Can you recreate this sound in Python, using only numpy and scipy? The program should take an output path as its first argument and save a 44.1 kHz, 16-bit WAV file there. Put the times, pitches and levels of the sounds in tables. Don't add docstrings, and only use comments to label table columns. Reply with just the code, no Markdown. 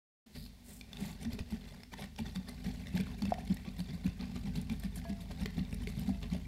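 import sys
import numpy as np
from scipy import signal
from scipy.fft import next_fast_len
from scipy.io import wavfile

SR = 44100
rng = np.random.default_rng(int(sys.argv[2]) if len(sys.argv) > 2 else 0)


def wav_out(sig):
    wavfile.write(sys.argv[1], SR, np.round(np.clip(np.atleast_2d(sig).T, -1, 1) * 32767).astype(np.int16))


N = 285327

# frequency_hz, gain_db
AIR_TONE = [(30, -1.5), (130, -13), (240, 13), (300, -11), (1300, -23.5), (4400, -17.5), (7000, -22.5),
            (15500, -27.5)]
# time_s, level_db
HAND_SHAKE = [(.27, -70), (.39, -47.5), (.62, -59), (1.18, -50), (1.34, -46.5), (1.9, -55.5), (2.25, -47.5),
              (2.5, -49.5), (2.68, -46), (3.3, -46.5), (3.95, -49), (4.58, -42.5), (5.12, -47),
              (5.75, -43.5), (6.46, -44)]
# pitch_hz, width_hz, gain_db
TABLE_NOTES = [(49.1, 7.3, 0), (72.25, 8.2, -3), (96.7, 21, -6), (160, 30.7, -1.5), (195.9, 21.6, -1.5),
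               (242.7, 14.8, -4), (422, 8.4, -21)]
# start_s, end_s, level_db, pitch_hz, sizzle_gain_db
SLIDES = [(0.31, 0.508, -61, 4500, -2), (0.616, 0.84, -67.5, 8400, 6), (0.963, 1.168, -69, 7450, 8)]
# time_s, level_db
SWIRL = [(.6, -65.5), (1.1, -61.5), (1.85, -79), (2.7, -59), (4.0, -63), (6.47, -63)]
# middle_s, level_db, length_s
STIRS = [(0.363, -48.5, .02), (0.708, -56, 0.037), (1.027, -50.5, 0.13), (1.231, -53.5, 0.051),
         (1.332, -52.5, 0.036), (1.398, -52.5, 0.025), (1.53, -55, 0.066), (1.706, -59, .17),
         (1.934, -49.5, 0.016), (2.014, -50.5, 0.059), (2.196, -44.5, .018), (2.272, -55.5, 0.056),
         (2.365, -54.5, 0.029), (2.483, -52, .023), (2.674, -50, 0.047), (2.976, -50, 0.064),
         (3.098, -59, .055), (3.229, -49.5, 0.018), (3.306, -56, 0.041), (3.395, -52.5, 0.032)]
# middle_s, level_db, spray_gain_db
BEATS = [(3.513, -54, -2), (3.675, -52.5, -11), (3.803, -60, 12.5), (3.897, -55, -8), (3.945, -55, 2.5),
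         (4.065, -55.5, 2.5), (4.218, -51, -10), (4.3, -57, -12), (4.361, -53, -1), (4.467, -51, -4),
         (4.572, -50, 1.5), (4.716, -49.5, -4), (4.848, -52.5, 3), (4.976, -56.5, 10.5), (5.098, -56.5, 2),
         (5.222, -60, 4.5), (5.313, -54.5, 0), (5.411, -51, -0.5), (5.461, -60, 2), (5.59, -50.5, -3),
         (5.735, -56.5, -2), (5.822, -56, 3), (5.895, -59, 6.5), (5.985, -52, -1), (6.022, -58.5, 4),
         (6.088, -52.5, 4), (6.24, -54.5, -4), (6.343, -50, 0)]
# frequency_hz, gain_db
SPLASH_TONE = [(150, -16), (390, 10.5), (510, 3), (750, 6), (1280, -7), (2000, 1), (3000, -3.5),
               (4450, -2.5), (6200, -11.5), (10500, -14.5), (13000, -15.5), (15500, -27)]
# pitch_hz, width_hz, gain_db
WIRE_NOTES = [(2370, 114, -7), (3524, 80, -6.5), (4530, 180, -13), (9630, 13, 4.5), (10320, 63, -4),
              (11860, 120, 5)]
# pitch_hz, gain_db, fade_s
BOWL_NOTES = [(677, -5, .42), (950, 0, .022), (1670, -14, .27), (2030, -19, .15), (4450, -17, .15)]
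# time_s, level_db, pitch_hz
SNAPS = [(0.4619, -42.5, 4330), (0.811, -35.5, 2400), (.9306, -35, 3520), (.9697, -35.5, 3670),
         (1.3901, -32.5, 2500), (1.8337, -38, 5320), (1.9382, -34.5, 1820), (2.0404, -35.5, 1900),
         (2.1615, -42.5, 5560), (2.1886, -38, 2350), (2.3592, -33, 3620), (2.8697, -36.5, 1990),
         (2.9765, -31.5, 1700), (3.0014, -31.5, 2380), (3.2206, -32.5, 4500), (3.2537, -32.5, 2630),
         (3.3399, -35, 1820), (3.5699, -37.5, 1920), (3.803, -36, 4560), (4.5546, -37.5, 2750),
         (4.6978, -35.5, 2370), (5.458, -28.5, 2015), (5.6501, -41, 3680), (5.872, -31.5, 2200),
         (6.2297, -36.5, 2830)]
# time_s, peak_db, pitch_hz
HARD_BUMPS = [(1.016, -31, 196), (1.26, -29.5, 231.5), (1.519, -31.5, 218.7), (2.2, -32, 225),
              (2.362, -30, 186), (2.661, -34, 186), (2.944, -26, 182), (3, -30.5, 186), (3.224, -24, 197.6),
              (3.279, -31.5, 208), (3.501, -23, 188.5), (3.791, -28.5, 179.5), (4.051, -23, 184.6),
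              (5.099, -29.5, 200.4), (5.41, -29, 203.4), (5.578, -26, 185), (6.083, -25, 193.6),
              (6.324, -26, 181)]
# start_s, peak_db, pitch_hz
THUMPS = [(1.332, -32, 85), (1.404, -30, 71)]
# start_s, peak_db, pitch_hz
GULPS = [(1.937, -42.5, 900), (2.19, -38.5, 824), (2.997, -40, 428), (3.321, -20.5, 696),
         (3.383, -38.5, 713), (5.456, -43, 418), (5.872, -39.5, 406), (6.092, -40, 760)]
# time_s, peak_db
SQUIRTS = [(2.491, -41.5), (3.5412, -44.5), (4.6134, -44.5), (4.7963, -46), (5.7424, -41.5), (5.993, -43.5)]
# start_s, peak_db
KNOCKS = [(5.052, -38.5), (6.095, -46)]


def gain_of(db):
    return 10 ** (np.asarray(db) / 20)


def unit_power(x):
    return x / np.sqrt(np.mean(x ** 2) + 1e-20)


def unit_peak(x):
    return x / (abs(x).max() + 1e-20)


def seconds(length):
    return np.arange(round(length * SR)) / SR


def follow(curve):
    return gain_of(np.interp(np.arange(N) / SR, *np.transpose(curve)))


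def add(mix, start_s, sound):
    part = mix[max(round(start_s * SR), 0):][:len(sound)]
    part += sound[:len(part)]


def colour(x, tone, size=4096):
    hz, db = np.transpose(tone)
    grid_hz = abs(np.fft.fftfreq(size, 1 / SR)) + 1
    log_gain = np.log(gain_of(np.interp(np.log(grid_hz), np.log(hz), db)))
    response = np.exp(np.conj(signal.hilbert(log_gain)))
    return signal.oaconvolve(x, np.fft.ifft(response).real[:size // 2])[:len(x)]


def band(x, hz, width_hz, order=1):
    edges = np.clip([hz - width_hz / 2, hz + width_hz / 2], 10, SR / 2 - 10)
    return signal.sosfilt(signal.butter(order, edges, "bandpass", fs=SR, output="sos"), x)


def flutter(per_s, depth_db):
    drift = signal.sosfilt(signal.butter(2, per_s, fs=SR, output="sos"), rng.standard_normal(N))
    return unit_power(gain_of(depth_db * unit_power(drift)))


def kitchen_air(level_db=-60.5):
    return gain_of(level_db) * unit_power(colour(rng.standard_normal(N), AIR_TONE))


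def table_boom(effort, lag_s=.016):
    notes = np.zeros(N)
    push = unit_power(signal.lfilter([1], [1, -np.exp(-1 / (lag_s * SR))], effort))
    for hz, width_hz, db in TABLE_NOTES:
        rumble = band(rng.standard_normal(N + SR), hz, width_hz, order=2)
        ring = signal.hilbert(rumble, next_fast_len(N + SR))[SR:SR + N]
        steady = unit_power(ring.real / abs(ring) ** .5)
        drag = push ** (.9 if hz > 130 else .2)
        notes += gain_of(db) * drag * steady
    wobble = push * unit_power(band(rng.standard_normal(N), 131, 172, order=3))
    return gain_of(-2.5) * follow(HAND_SHAKE) * (notes + gain_of(-11) * wobble)


def wire_slides():
    out = np.zeros(N)
    for start_s, end_s, db, hz, sizzle_db in SLIDES:
        rub = rng.standard_normal(len(seconds(end_s - start_s)))
        sizzle = gain_of(sizzle_db) * unit_power(band(rub, 10000, 11000))
        singing = unit_power(band(rub, hz, hz / 3.7, order=2))
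        add(out, start_s, gain_of(db) * (singing + sizzle) * signal.windows.tukey(len(rub), .6))
    return out * flutter(per_s=150, depth_db=2.9)


def whisk_strokes(beat_s=.035):
    t = np.arange(N) / SR
    splash_power = follow(SWIRL) ** 2
    spray_power = splash_power.copy()
    stirs = [(*stir, 0) for stir in STIRS]
    beats = [(middle_s, db, beat_s, spray_db) for middle_s, db, spray_db in BEATS]
    for middle_s, db, length_s, spray_db in stirs + beats:
        swell = gain_of(db) ** 2 * np.exp(-(2 * (t - middle_s) / length_s) ** 2)
        splash_power += swell
        spray_power += swell * gain_of(spray_db) ** 2
    return np.sqrt(splash_power), np.sqrt(spray_power)


def bubble(hz, cycles, rise):
    age = seconds(5 * cycles / hz) * hz / cycles
    swell = unit_peak(age ** 2 * np.exp(-2 * age))
    return swell * np.sin(2 * np.pi * cycles * (age + rise * age ** 2 / 2))


def bubble_cloud(per_s, low_hz, high_hz, cycles, rise, spread_db, sizes=48):
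    out = np.zeros(N)
    for hz in np.linspace(np.sqrt(low_hz), np.sqrt(high_hz), sizes) ** 2:
        starts = np.flatnonzero(rng.random(N) < per_s / sizes / SR)
        levels_db = spread_db * np.minimum(rng.exponential(1, len(starts)), 3.5)
        kicks = np.zeros(N)
        kicks[starts] = gain_of(levels_db) * rng.choice([-1, 1], len(starts))
        pop = bubble(hz, cycles * rng.uniform(.54, 2), rise)
        out += signal.oaconvolve(kicks, pop / np.linalg.norm(pop) * hz ** .25)[:N]
    return unit_power(out)


def splashing(effort, spray):
    wetness = np.interp(np.arange(N) / SR, [.8, 1.2], [.2, 1])
    hiss = rng.standard_normal(N)
    crackle = bubble_cloud(per_s=1600, low_hz=399, high_hz=15720, cycles=1.74, rise=.014, spread_db=4.5)
    bubbles = bubble_cloud(per_s=500, low_hz=750.6, high_hz=8926, cycles=6.45, rise=.025, spread_db=2.5)
    chirps = bubble_cloud(per_s=200, low_hz=7000, high_hz=13500, cycles=36, rise=.02, spread_db=3.6)
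    chirps *= unit_power(spray) ** .5
    froth = gain_of(-3.5) * crackle + gain_of(-5.5) * bubbles + gain_of(-9.5) * chirps
    splash = unit_power(colour(gain_of(-2) * hiss + wetness * froth, SPLASH_TONE))
    splash *= flutter(per_s=71.5, depth_db=3.25 * wetness)
    fizz = signal.sosfiltfilt(signal.butter(2, 6500, "highpass", fs=SR, output="sos"), splash)
    clumps = flutter(per_s=26, depth_db=2.8)
    return effort * (splash - fizz) + spray * clumps * fizz


def wire_ring(whisk):
    return sum(gain_of(db) * band(whisk, hz, width_hz) for hz, width_hz, db in WIRE_NOTES)


def bowl_echoes(whisk, strength, count=8):
    echoes = np.zeros(round(.004 * SR))
    signs = rng.choice([-1, 1], count)
    echoes[rng.integers(len(echoes) // 8, len(echoes), count)] = strength * signs
    return signal.oaconvolve(whisk, band(echoes, 6450, 11500))[:N]


def bowl_ring(rubbing):
    t = seconds(.5)
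    ring = unit_peak(sum(gain_of(db - 60 * t / fade_s) * np.sin(2 * np.pi * hz * t)
                         for hz, db, fade_s in BOWL_NOTES))
    out = gain_of(-37.5) * signal.oaconvolve(rubbing, ring / np.linalg.norm(ring))[:N]
    for start_s, db in KNOCKS:
        add(out, start_s, gain_of(db) * ring)
    return out


def kitchen_echoes(x, fade_s):
    t = seconds(.4)
    echoes = rng.standard_normal(len(t)) * (rng.random(len(t)) < .06)
    echoes *= (t > .004) * gain_of(-60 * t / fade_s)
    dull = signal.sosfilt(signal.butter(2, 5500, fs=SR, output="sos"), x)
    return signal.oaconvolve(dull, echoes / np.linalg.norm(echoes))[:N]


def wet_snaps():
    out, t = np.zeros(N), seconds(.05)
    tone = [(200, -3.5), (800, 2), (1300, -3.5), (2300, 0), (4500, -1), (8000, -13), (15000, -20.5)]
    for time_s, db, hz in SNAPS:
        burst = rng.standard_normal(len(t)) * t * np.exp(-t / .0011)
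        crack = unit_peak(colour(burst, tone))
        ring = np.sin(2 * np.pi * hz * t) * unit_peak(t * np.exp(-t / .0013))
        add(out, time_s - .0002, gain_of(db - 1) * unit_peak(crack + .48 * ring))
    return out


def bowl_bumps(light_bumps, glug_below_db=18):
    out, t = np.zeros(N), seconds(.33)
    swell = unit_peak(t ** 2 * np.exp(-t / .01))
    for time_s, db, hz in list(HARD_BUMPS) + light_bumps:
        rattle = unit_power(band(rng.standard_normal(len(t)), 202, 100, order=3))
        thud = unit_power(band(rng.standard_normal(len(t)), 81, 55, order=3))
        note = np.sin(2 * np.pi * (hz * t + rng.random()))
        add(out, time_s - .008, gain_of(db) * unit_peak(swell * (note + .26 * rattle + .28 * thud)))
        add(out, time_s, gain_of(db - glug_below_db) * glug(hz=rng.uniform(222, 379)))
    return out


def glug(hz):
    cycles = hz * seconds(.05)
    note = np.sin(2 * np.pi * cycles * (1 + .0032 * cycles))
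    return unit_peak(note * cycles ** .5 * np.exp(-cycles / 1.94))


def foot_thumps():
    out, t = np.zeros(N), seconds(.1)
    swell = t ** .5 * np.exp(-t / .0066)
    for start_s, db, hz in THUMPS:
        add(out, start_s, gain_of(db) * unit_peak(swell * np.sin(2 * np.pi * hz * t)))
    return out


def air_gulps():
    out = np.zeros(N)
    for start_s, db, hz in GULPS:
        add(out, start_s, gain_of(db) * glug(hz))
    return out


def spray_squirts():
    out, t = np.zeros(N), seconds(.03)
    swell = np.exp(-((t - .008) / .0021) ** 2)
    for time_s, db in SQUIRTS:
        puff = unit_peak(swell * band(rng.standard_normal(len(t)), 9100, 11300, order=2))
        for delay_s, hz in rng.uniform([.003, 8000], [.01, 13000], (2, 2)):
            add(puff, delay_s, .68 * bubble(hz, cycles=8.8, rise=.013))
        add(out, time_s - .005, gain_of(db) * unit_peak(puff))
    return out


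def light_rocking(lead_s=.01403, above_swish_db=18, pitch_hz=188.4, spread_hz=18.7):
    hard_times = np.array([bump[0] for bump in HARD_BUMPS])
    return [(middle_s - lead_s, db + above_swish_db, rng.normal(pitch_hz, spread_hz))
            for middle_s, db, _ in BEATS if abs(middle_s - hard_times).min() > .045]


def scene():
    effort, spray = whisk_strokes()
    whisk = splashing(effort, spray) + wet_snaps() + spray_squirts() + wire_slides()
    whisk += wire_ring(whisk)
    whisk += bowl_echoes(whisk, strength=.073) + bowl_ring(whisk)
    gulps = air_gulps()
    room = gain_of(-9) * kitchen_echoes(whisk + .5 * gulps, fade_s=.45)
    air = kitchen_air()
    rocking = bowl_bumps(light_rocking()) + foot_thumps()
    return (whisk + gulps + room + air + rocking + table_boom(effort))[None]


def record(dry):
    silence_s, top_hz = .26, 15800
    fade_in = np.clip((np.arange(N) / SR - silence_s) / .005, 0, 1)
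    treble_cut = signal.firwin(511, top_hz, window=("kaiser", 9), fs=SR)
    return signal.oaconvolve(dry * fade_in, treble_cut[None], "same")


dry = scene()
out = record(dry)
wav_out(out)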